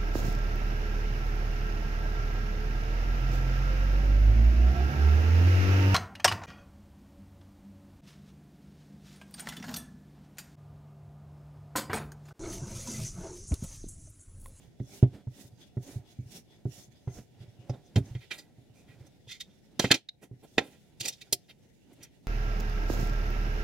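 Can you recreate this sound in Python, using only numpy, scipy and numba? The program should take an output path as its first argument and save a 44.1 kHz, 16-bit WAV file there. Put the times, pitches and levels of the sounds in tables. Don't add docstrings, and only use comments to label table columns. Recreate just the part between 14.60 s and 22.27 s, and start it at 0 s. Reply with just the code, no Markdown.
import sys
import numpy as np
from scipy import signal
from scipy.fft import rfft, irfft, next_fast_len
from scipy.io import wavfile
from scipy.ndimage import uniform_filter1d
from numba import njit

SR = 44100
rng = np.random.default_rng(int(sys.argv[2]) if len(sys.argv) > 2 else 0)


def inscribe(sig):
    pcm = np.round(np.clip(np.atleast_2d(sig).T, -1, 1) * 32767)
    wavfile.write(sys.argv[1], SR, pcm.astype(np.int16))


N = 338247

# (frequency [Hz], loudness against the other rows [dB])
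AIR_COLOUR = [(15, -36.5), (25, -10), (141, 2), (624, -13.5), (911, -21), (1100, -47.5), (1840, -27.5),
              (2990, -31), (3340, -32), (4610, -38), (6210, -39), (12200, -41), (16000, -43)]
# (fastest moment [s],
#   speeding up [s], slowing down [s], hiss gain [dB], treble gain [dB], drag felt in the bench, gain [dB])
STONE_STROKES = [(.02, .12, 0.15, -75, -75, -72), (.37, 0.16, 0.091, -61, -55, -52.5),
                 (.55, 0.15, .14, -70.5, -74.5, -57), (.81, 0.11, 0.12, -66, -57.5, -53.5),
                 (1.02, 0.072, 0.13, -68, -73, -85), (1.3, 0.13, 0.13, -62.5, -55.5, -52.5),
                 (1.5, 0.084, 0.14, -68, -74, -75), (1.769, .14, 0.072, -59.5, -53.5, -58),
                 (1.92, 0.087, 0.13, -70, -78, -79), (2.17, .1, .12, -58.5, -53.5, -54.5),
                 (2.36, 0.076, 0.13, -70, -81, -75), (2.58, 0.15, 0.087, -69.5, -60, -53),
                 (2.81, 0.092, 0.15, -71, -83, -65)]
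# (time [s], hiss gain [dB], treble gain [dB],
#   drag felt in the bench, gain [dB], shake of the stand, gain [dB])
FAINT_HANDLING = [(0, -80, -86.5, -65.5, -70.5), (2.9, -79.5, -82.5, -68.5, -73),
                  (3.14, -75, -79.5, -59, -56.5), (3.32, -72, -79, -62, -71), (3.48, -68, -68.5, -48, -64),
                  (3.65, -65, -75, -72, -68), (3.83, -75, -80, -65.5, -66.5),
                  (4.85, -74.5, -79.5, -63.5, -78.5), (5.3, -74.5, -80.5, -68.5, -75),
                  (5.44, -77.5, -87, -79.5, -80.5), (5.68, -88, -86, -74, -80.5),
                  (5.8, -74.5, -78, -71, -70), (6.01, -69.5, -65.5, -64.5, -69.5),
                  (6.4, -76, -81, -65.5, -76.5), (6.62, -65.5, -73.5, -64, -67.5),
                  (6.89, -77.5, -77, -68, -77), (7.67, -76.5, -81.5, -63, -78)]
# (frequency [Hz], level [dB], ring time when left free [s])
BENCH_MODES = [(36, -19, 0.14), (70, -6, 0.16), (103, -10.5, 0.19), (125.8, 4.5, .12), (158, -3, 0.13),
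               (198, 2.5, .07), (271.6, -0.5, 0.15), (326, -2, 0.14), (384.4, 0.5, 0.13), (545, -14, 0.091),
               (578.6, -12.5, 0.14), (709.6, -12, 0.24), (850, -48.5, .05), (1400, -29.5, .04)]
# (frequency [Hz], level [dB], ring time when left free [s])
STEEL_MODES = [(1561, -2.5, 0.022), (1950, 6, 0.017), (2290, 6, 0.013), (2810, 7.5, 0.01),
               (3401, 7.5, 0.03), (3614, 1.5, 0.058), (3940, -2, 0.037), (4200, -5.5, 0.015),
               (4780, -1, .04), (4990, -1.5, 0.06), (5660, 2, 0.022), (6340, 0.5, 0.045), (6850, -5.5, .04),
               (6660, -10.5, 0.027), (8800, -12, .03), (10710, -7.5, .03)]
# (time [s], level of the low boom [dB], length of the push [ms],
#   knock of the first touch against the boom [dB], size of the rebound [share of the push])
BENCH_BLOWS = [(.075, -49, 5.7, -33, 0.57), (.202, -24.5, 1.7, -31, .99), (.427, -5, 2.2, -17.5, 0.45),
               (.669, -26, 4.8, -15.5, 1), (.849, -42.5, 1.3, -30, 0.69), (.923, -44.5, 4.8, -33, 0.87),
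               (1.169, -22, 1.3, -22, 0.88), (1.358, -26.5, 4.8, -22, 0.89), (1.588, -28, 3.3, -36, .96),
               (1.657, -40, 5.6, -27, 0.62), (2.054, -21, 1.3, -20, 0.75), (2.282, -47, 2.7, -18, 1),
               (2.473, -24.5, 3.8, -8, 0.57), (2.59, -41.5, 4.5, -16, .9), (2.803, -38, 4.9, -33, .99),
               (2.878, -43, 6.1, -23, 0.74), (2.988, -41.5, 4.9, -31, 0.9), (3.095, -23, 3.8, -11.5, 0.86),
               (3.359, -13.5, 2.6, -8.5, 0.94), (3.37, -8.5, 2.5, -16, .99), (3.508, -30.5, 7.3, -38, 0.47),
               (3.55, -25.5, 5.4, -18, 0.92), (3.982, -46, 3.1, -8.5, .99), (4.096, -49.5, 5.8, -13, .9),
               (4.289, -47.5, 6.8, -16, 0.87), (4.398, -42, 4.8, -34, .96), (4.67, -45, 5.4, -6.5, .99),
               (5.24, -21.5, 5.5, 10, .41), (5.306, -23.5, 4, 15, 0.38), (5.712, -33.5, 1.6, -21.5, .46),
               (5.729, -40.5, 1.6, -21, 0.89), (5.974, -33, 8.3, -6, .67), (6.405, -39.5, 4.3, -4.5, 0.85),
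               (6.724, -38.5, 4.3, 12.5, 0.63)]
# (time [s], level ahead of a shared 10.5 dB cut [dB], centre [Hz], knock under it [dB],
#   treble [dB], ring pitch [Hz], ring level [dB], fade time [s])
KNOCK_EVENTS = [(0.198, -53.5, 1890, 16, -19, 1920, -3.5, 0.034),
                (.4284, -39.5, 1230, 19.5, -26, 4560, -12.5, 0.12),
                (1.1706, -59, 1950, 22, -21, 1970, 5, 0.045), (2.053, -58.5, 1500, 25, -16, 1590, -8, .051),
                (2.4774, -56, 2020, 14.5, -14, 2020, -3, 0.28), (3.048, -62, 1050, 8, -25, 1560, -17, .04),
                (3.095, -41.5, 1270, 16, -13, 5300, 1.5, 0.06),
                (3.19, -61, 1050, 10, -25, 1560, -15, 0.043),
                (3.3591, -22.5, 3070, 4, -47, 2870, -25, 0.057),
                (3.3784, -32, 1230, 8, -8, 3360, -12, .078), (3.5492, -39, 2100, 1.5, -40, 2100, -15, 0.1),
                (5.1951, -9.5, 4020, 0.6, -18, 1600, -4.5, 0.041),
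                (5.244, -14, 1920, -1.5, -29.5, 3530, -16.5, 0.069),
                (5.3146, 5, 3170, -14.5, -27.5, 2410, -17.5, 0.034),
                (5.3416, -4.5, 3350, -7, -27.5, 2560, -19, .06),
                (5.4882, -29, 2950, -22, -13.5, 3860, 11.5, 0.013),
                (5.9809, -4, 1860, 0.1, -28.5, 3380, -22, .05),
                (6.7268, -8, 5450, -30, -2.5, 5400, -14.5, 0.046)]
# (time [s], level ahead of a shared 10.5 dB cut [dB], centre [Hz],
#   knock under it [dB], treble [dB], ring pitch [Hz], ring level [dB], fade time [s])
CLINK_EVENTS = [(3.7106, -22.5, 2340, -11, -50, 3800, -19, 0.096),
                (3.7825, -35.5, 4960, -8, -16, 2060, -10, 0.092),
                (4.465, -57, 6200, 6.5, -1, 6150, -5, .045),
                (4.7136, -31, 3580, -40, -23.5, 2150, -9, 0.081),
                (4.805, -27.5, 3830, -36, -16.5, 2290, -13.5, .053),
                (5.309, -3, 1647, -8, -32, 3215, -12, .09), (6.4051, -20.5, 4780, -26, -23, 3020, -7, .034),
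                (6.4536, -21.5, 4870, -29, -34.5, 2630, -4, 0.022),
                (6.4803, -16.5, 5830, -18, -11.5, 2840, -9, .048),
                (6.6132, -34.5, 4030, -18.5, -13.5, 2600, -6.5, .049),
                (7.3294, -64.5, 2190, -5, 9.5, 2205, -6, 0.068),
                (7.43, -40.5, 5980, -13, -3, 5940, -8, 0.058)]
# (time [s], level ahead of a shared 10.5 dB cut [dB], centre [Hz],
#   knock under it [dB], treble [dB], ring pitch [Hz], ring level [dB], fade time [s], length [s])
SLIDE_EVENTS = [(3.1292, -57, 3900, 21.5, -25, 3900, -4, .074, 0.015),
                (3.2487, -61.5, 5460, -17, -21, 6000, -.6, .093, 0.023),
                (3.458, -62.5, 6000, -6, -21, 6450, 6, .11, 0.025),
                (3.606, -45.5, 2280, -7, -11.5, 3710, -26, .09, 0.032),
                (3.7289, -39, 1960, -4, -3.5, 3780, -5, .27, 0.0066),
                (4.1496, -58.5, 6260, 5.5, -17, 2540, 0, .19, 0.048),
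                (4.2801, -52, 1910, -2.5, -11, 3310, -23, .13, .044),
                (4.6754, -48, 3350, -26, -25, 3440, 1.5, .11, 0.031),
                (4.6892, -37, 3450, -36, -35, 2100, -7, .1, 0.025),
                (4.7388, -40.5, 3430, -26, -27, 2250, -6, .13, 0.0047),
                (4.8286, -55.5, 3700, -9, -17, 3580, -3, .1, 0.012),
                (4.8974, -61, 3440, -11, -21, 3440, 2, 0.076, 0.012),
                (5.2089, -25.5, 4020, 1.5, -22, 3000, -4, 0.23, .029),
                (5.3257, -21.5, 4200, 3.5, -23, 2950, -4.5, 0.11, 0.017),
                (5.6231, -44, 1900, 9, 0, 5880, -4, 0.093, 0.0098),
                (5.8313, -52.5, 3450, 15, 1, 1833, -17, 0.07, 0.011),
                (5.9993, -31.5, 1580, 8, -41, 3260, -15, .16, 0.0084),
                (6.0392, -48.5, 2900, 9, 0, 3530, -15, 0.32, 0.022),
                (6.1284, -53, 1900, -.6, -17, 4750, -16, .11, .022),
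                (6.4193, -33.5, 4740, -7, -17, 2960, 0, 0.11, .019),
                (6.4482, -26.5, 4640, -4.5, -22, 2520, -15, 0.17, 0.0079),
                (6.5195, -38, 4100, -37, -21, 5400, -7, 0.085, 0.0084),
                (6.5594, -56.5, 5400, -22, -26, 3700, -8, .14, 0.027),
                (6.6596, -63.5, 3750, 10, -13, 1580, 2, .11, 0.02),
                (6.8287, -64.5, 3450, -12, -16, 3480, -5, .09, 0.018),
                (6.8889, -42, 2710, -8, -9, 3890, -12, 0.065, 0.014),
                (7.4087, -48.5, 2250, -11, -12, 6160, -9, .13, 0.037)]
# (rise [s], share of the free ring left, ring at the centre [dB],
#   left minus right [dB]); a gripping hand shortens the ring
KNOCK_TOUCH = (0.0045, 0.15, -17.5, -3.5)
CLINK_TOUCH = (0.0134, 0.56, -8, -4)
SLIDE_TOUCH = (0.0228, 0.36, -10, -4)
KNOCK_RATTLE_S, CLINK_RATTLE_S = 0.00096, 0.0019

AIR_DB = -61
FALL_DB, FALL_POWER = 27.5, 1.48
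SHAKE_DB = 1.5
PULL_RING_DB = -1
THUMP_RING, SOFT_DAMP = 0.99, 0.04
REBOUND_S = 0.0082
BENCH_PAN_DB, RUB_PAN_DB = -2, -1.5
NEAR_WALL_DB, NEAR_WALL_T60_S, NEAR_WALL_WIDTH_HZ = -5, 0.02, 8000
ROOM_DB, ROOM_T60_S, ROOM_WIDTH_HZ = -27.5, 0.17, 4000
PORT_LAG_MS, PORT_TURN_MAX = 0.026, 1.4
TOP_HZ = 15900


def undb(db):
    return 10 ** (np.asarray(db) / 20)


def level(x, db):
    return x * undb(db) / np.sqrt(np.mean(x ** 2))


def through(x, response):
    size = next_fast_len(x.shape[-1] + SR // 8)
    hz = np.arange(size // 2 + 1) * SR / size + 1e-3
    return irfft(rfft(x, size) * response(hz), size)[..., :x.shape[-1]]


def band(hz, centre_hz, width_hz):
    return 1j * hz * width_hz / (centre_hz ** 2 - hz ** 2 + 1j * hz * width_hz)


def cut_lows(hz, corner_hz):
    return 1j * hz / (corner_hz + 1j * hz)


def cut_highs(hz, corner_hz):
    return 1 / (1 + 1j * hz / corner_hz)


def modes(hz, table, gains, ring=1):
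    total = 0
    for gain, (mode_hz, db, t60) in zip(gains, table):
        ring_s = t60 * ring
        width_hz = np.log(1000) / (np.pi * ring_s)
        total = total + gain * undb(db) * ring_s * band(hz, mode_hz, width_hz)
    return total


def grit(count, rough_db):
    size_db = rough_db * np.minimum(rng.exponential(size=count), 3)
    return level(rng.standard_normal(count) * undb(size_db), 0)


def walk(rate):
    k = int(SR / rate)
    steps = np.repeat(rng.standard_normal(N // k + 1), k)
    return np.sqrt(3 / 2) * uniform_filter1d(steps, k)[:N]


def pan(db):
    return undb(np.array([[db], [-db]]) / 2)


def add(out, sound, s, pan_db):
    i = int(s * SR)
    out[:, i:i + len(sound)] += sound[:N - i] * pan(pan_db)


def air():
    f, db = np.transpose(AIR_COLOUR)
    colour = lambda hz: undb(np.interp(np.log(hz), np.log(f), db))
    own, shared = rng.standard_normal((2, N)), rng.standard_normal(N)
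    bass = through(shared, lambda hz: 0.35 * band(hz, 130, 290))
    return level(through(own + bass, colour), AIR_DB)


def strokes(column, rows=STONE_STROKES):
    t, out = np.arange(N) / SR, np.zeros(N)
    for row in rows:
        s, up, down = row[:3]
        way = np.where(t < s, (s - t) / up, (t - s) / down)
        out += undb(row[column] - FALL_DB * np.minimum(way, 4) ** FALL_POWER)
    return out


def wander(x, table, spread_db, rate, tilt_db=0, ring=1):
    total = 0
    for f, db, t60 in table:
        gain = undb(db + tilt_db * np.log2(f) + spread_db * walk(rate)) * np.sqrt(t60)
        sharpness = f * t60 * ring * np.pi / np.log(1000)
        total = total + gain * signal.lfilter(*signal.iirpeak(f, sharpness, SR), x)
    return total


def rubbing():
    s, *columns = np.transpose(FAINT_HANDLING)
    faint = [undb(np.interp(np.arange(N) / SR, s, c)) for c in columns]
    hissing, bright, dragging = (faint[k] + strokes(column=3 + k) for k in range(3))
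    pulling = strokes(column=3, rows=STONE_STROKES[::2])
    shaking = faint[3] + undb(SHAKE_DB) * (hissing - faint[0])
    out = np.zeros((2, N))
    dark = lambda hz: 1 / (1 + (1500 / hz) ** 4)
    for side in out:
        hiss = level(through(grit(N, 1.5), lambda hz: band(hz, 3600, 1800) ** 2 * dark(hz)), -6.5)
        ring = level(wander(grit(N, 1.5), STEEL_MODES[:10], 5.5, 14, ring=.7), 0)
        treble = level(through(grit(N, 1.3), lambda hz: band(hz, 6300, 13000) ** 2 * dark(hz)), 0)
        zing = level(wander(grit(N, 1.5), STEEL_MODES[10:], 5.0, 14, ring=.45), -2)
        sing = wander(grit(N, 1.5), STEEL_MODES[4:9:4], 6.5, 15, tilt_db=3.5, ring=.35)
        sing = level(sing, PULL_RING_DB)
        patchy = undb(2.5 * walk(45))
        side += patchy * (hissing * (hiss + ring) + bright * (treble + zing) + pulling * sing)
    drag = level(wander(grit(N, 3.2), BENCH_MODES[:7], 8.0, 8.3, ring=.7), 0)
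    shake = level(wander(grit(N, 2.6), BENCH_MODES[6:13], 5.8, 10, tilt_db=7.5, ring=.55), 0)
    low = undb(2.5 * walk(30)) * dragging * drag
    low += undb(0.85 * walk(30)) * shaking * shake
    add(out, low, 0, BENCH_PAN_DB)
    return out * pan(RUB_PAN_DB)


def thumps():
    out, t = np.zeros((2, N)), np.arange(SR // 3) / SR
    for s, boom_db, push_ms, knock_db, rebound in BENCH_BLOWS:
        gains = undb(2 * rng.standard_normal(len(BENCH_MODES)))
        ring = THUMP_RING - SOFT_DAMP * push_ms
        half_sine = lambda late: np.sin(np.pi * np.clip((t - late) * 1000 / push_ms, 0, 1))
        push = half_sine(0) + rebound * half_sine(REBOUND_S)
        touch = rng.standard_normal(len(t)) * t * np.exp(-t / 0.0034)
        rocking = lambda hz: modes(hz, BENCH_MODES, gains, ring) * band(hz, 83, 110)
        upper = lambda hz: (modes(hz, BENCH_MODES, gains, 0.84 * ring)
                            * cut_lows(hz, 200) ** 3 * cut_highs(hz, 700) ** 2)
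        low, knock = through(push, rocking), through(touch, upper)
        sound = low / np.abs(low).max() + undb(knock_db) * knock / np.abs(knock).max()
        add(out, -sound * undb(boom_db), s, BENCH_PAN_DB)
    return out


def clacks():
    out, t = np.zeros((2, N)), np.arange(SR // 5) / SR
    flat = np.ones(len(STEEL_MODES))
    contacts = [tuple(row) + (KNOCK_RATTLE_S,) + KNOCK_TOUCH for row in KNOCK_EVENTS]
    contacts += [tuple(row) + (CLINK_RATTLE_S,) + CLINK_TOUCH for row in CLINK_EVENTS]
    contacts += [tuple(row) + SLIDE_TOUCH for row in SLIDE_EVENTS]
    for (s, level_db, centre_hz, knock_db, treble_db, ring_hz, ring_db, t60,
         rattle, rise, ring, centre_db, pan_db) in contacts:
        fade_db = -60 * np.clip(t - rise - rattle, 0, None) / t60
        hits = grit(len(t), 2.5) * np.clip(t / rise, 0, 1) ** 2 * undb(fade_db)
        steel = lambda hz: modes(hz, STEEL_MODES, flat, ring)
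        bare = lambda hz: (band(hz, centre_hz, 1.166 * centre_hz) ** 2
                           * cut_lows(hz, 900) * cut_highs(hz, 4.5 * centre_hz))
        ring_at_centre = lambda hz: steel(hz) * band(hz, centre_hz, 0.082 * centre_hz) ** 2
        ring_at_pitch = lambda hz: steel(hz) * band(hz, ring_hz, .2 * ring_hz) ** 2
        treble = lambda hz: band(hz, 9000, 8100) ** 2
        knock = lambda hz: band(hz, 320, 640) ** 2 * cut_highs(hz, 1100)
        parts = [(0, bare), (centre_db, ring_at_centre), (ring_db, ring_at_pitch),
                 (treble_db, treble), (knock_db, knock)]
        sound = 0
        for db, response in parts:
            part = through(hits, response)
            loudest = np.sqrt(uniform_filter1d(part ** 2, size=150).max())
            sound = sound + undb(db - 10.5) * part / loudest
        add(out, undb(level_db) * sound, s - .7 * rise, pan_db)
    return out


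def echoes(x, db, t60, width_hz):
    t = np.arange(int(.4 * SR)) / SR
    tail = rng.standard_normal((2, len(t))) * undb(-60 * t / t60) * (t > .0015)
    tail = through(tail, lambda hz: band(hz, 3600, width_hz))
    tail *= undb(db) / np.sqrt(np.sum(tail[0] ** 2))
    return signal.oaconvolve(x.mean(axis=0, keepdims=True), tail, axes=1)[:, :N]


def scene():
    background = air() + rubbing()
    hits = clacks()
    near = thumps() + hits
    near += echoes(hits, NEAR_WALL_DB, NEAR_WALL_T60_S, NEAR_WALL_WIDTH_HZ)
    near += echoes(hits, ROOM_DB, ROOM_T60_S, ROOM_WIDTH_HZ)
    turn = lambda hz: np.minimum(2 * np.pi * hz * PORT_LAG_MS / 1000, PORT_TURN_MAX)
    near[0] = through(near[0], lambda hz: np.exp(-1j * turn(hz)))
    return background + near


@njit
def follow(x, attack, release):
    e, out = 0., np.empty(len(x))
    for i in range(len(x)):
        e += (x[i] - e) * (attack if x[i] > e else release)
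        out[i] = e
    return out


def record(dry):
    dry = through(dry, lambda hz: 1 - 0.57 * band(hz, 1146, 500))
    heard = np.abs(through(dry.mean(axis=0), lambda hz: cut_lows(hz, 700)))
    envelope = follow(heard, 1 / (0.086 * SR), 1 / (.15 * SR))
    gain = (1 + envelope / undb(-39.0)) ** -.6
    top_cut = signal.ellip(10, .2, 80, TOP_HZ, fs=SR, output="sos")
    return signal.sosfilt(top_cut, dry * gain)


dry = scene()
out = record(dry)
inscribe(out)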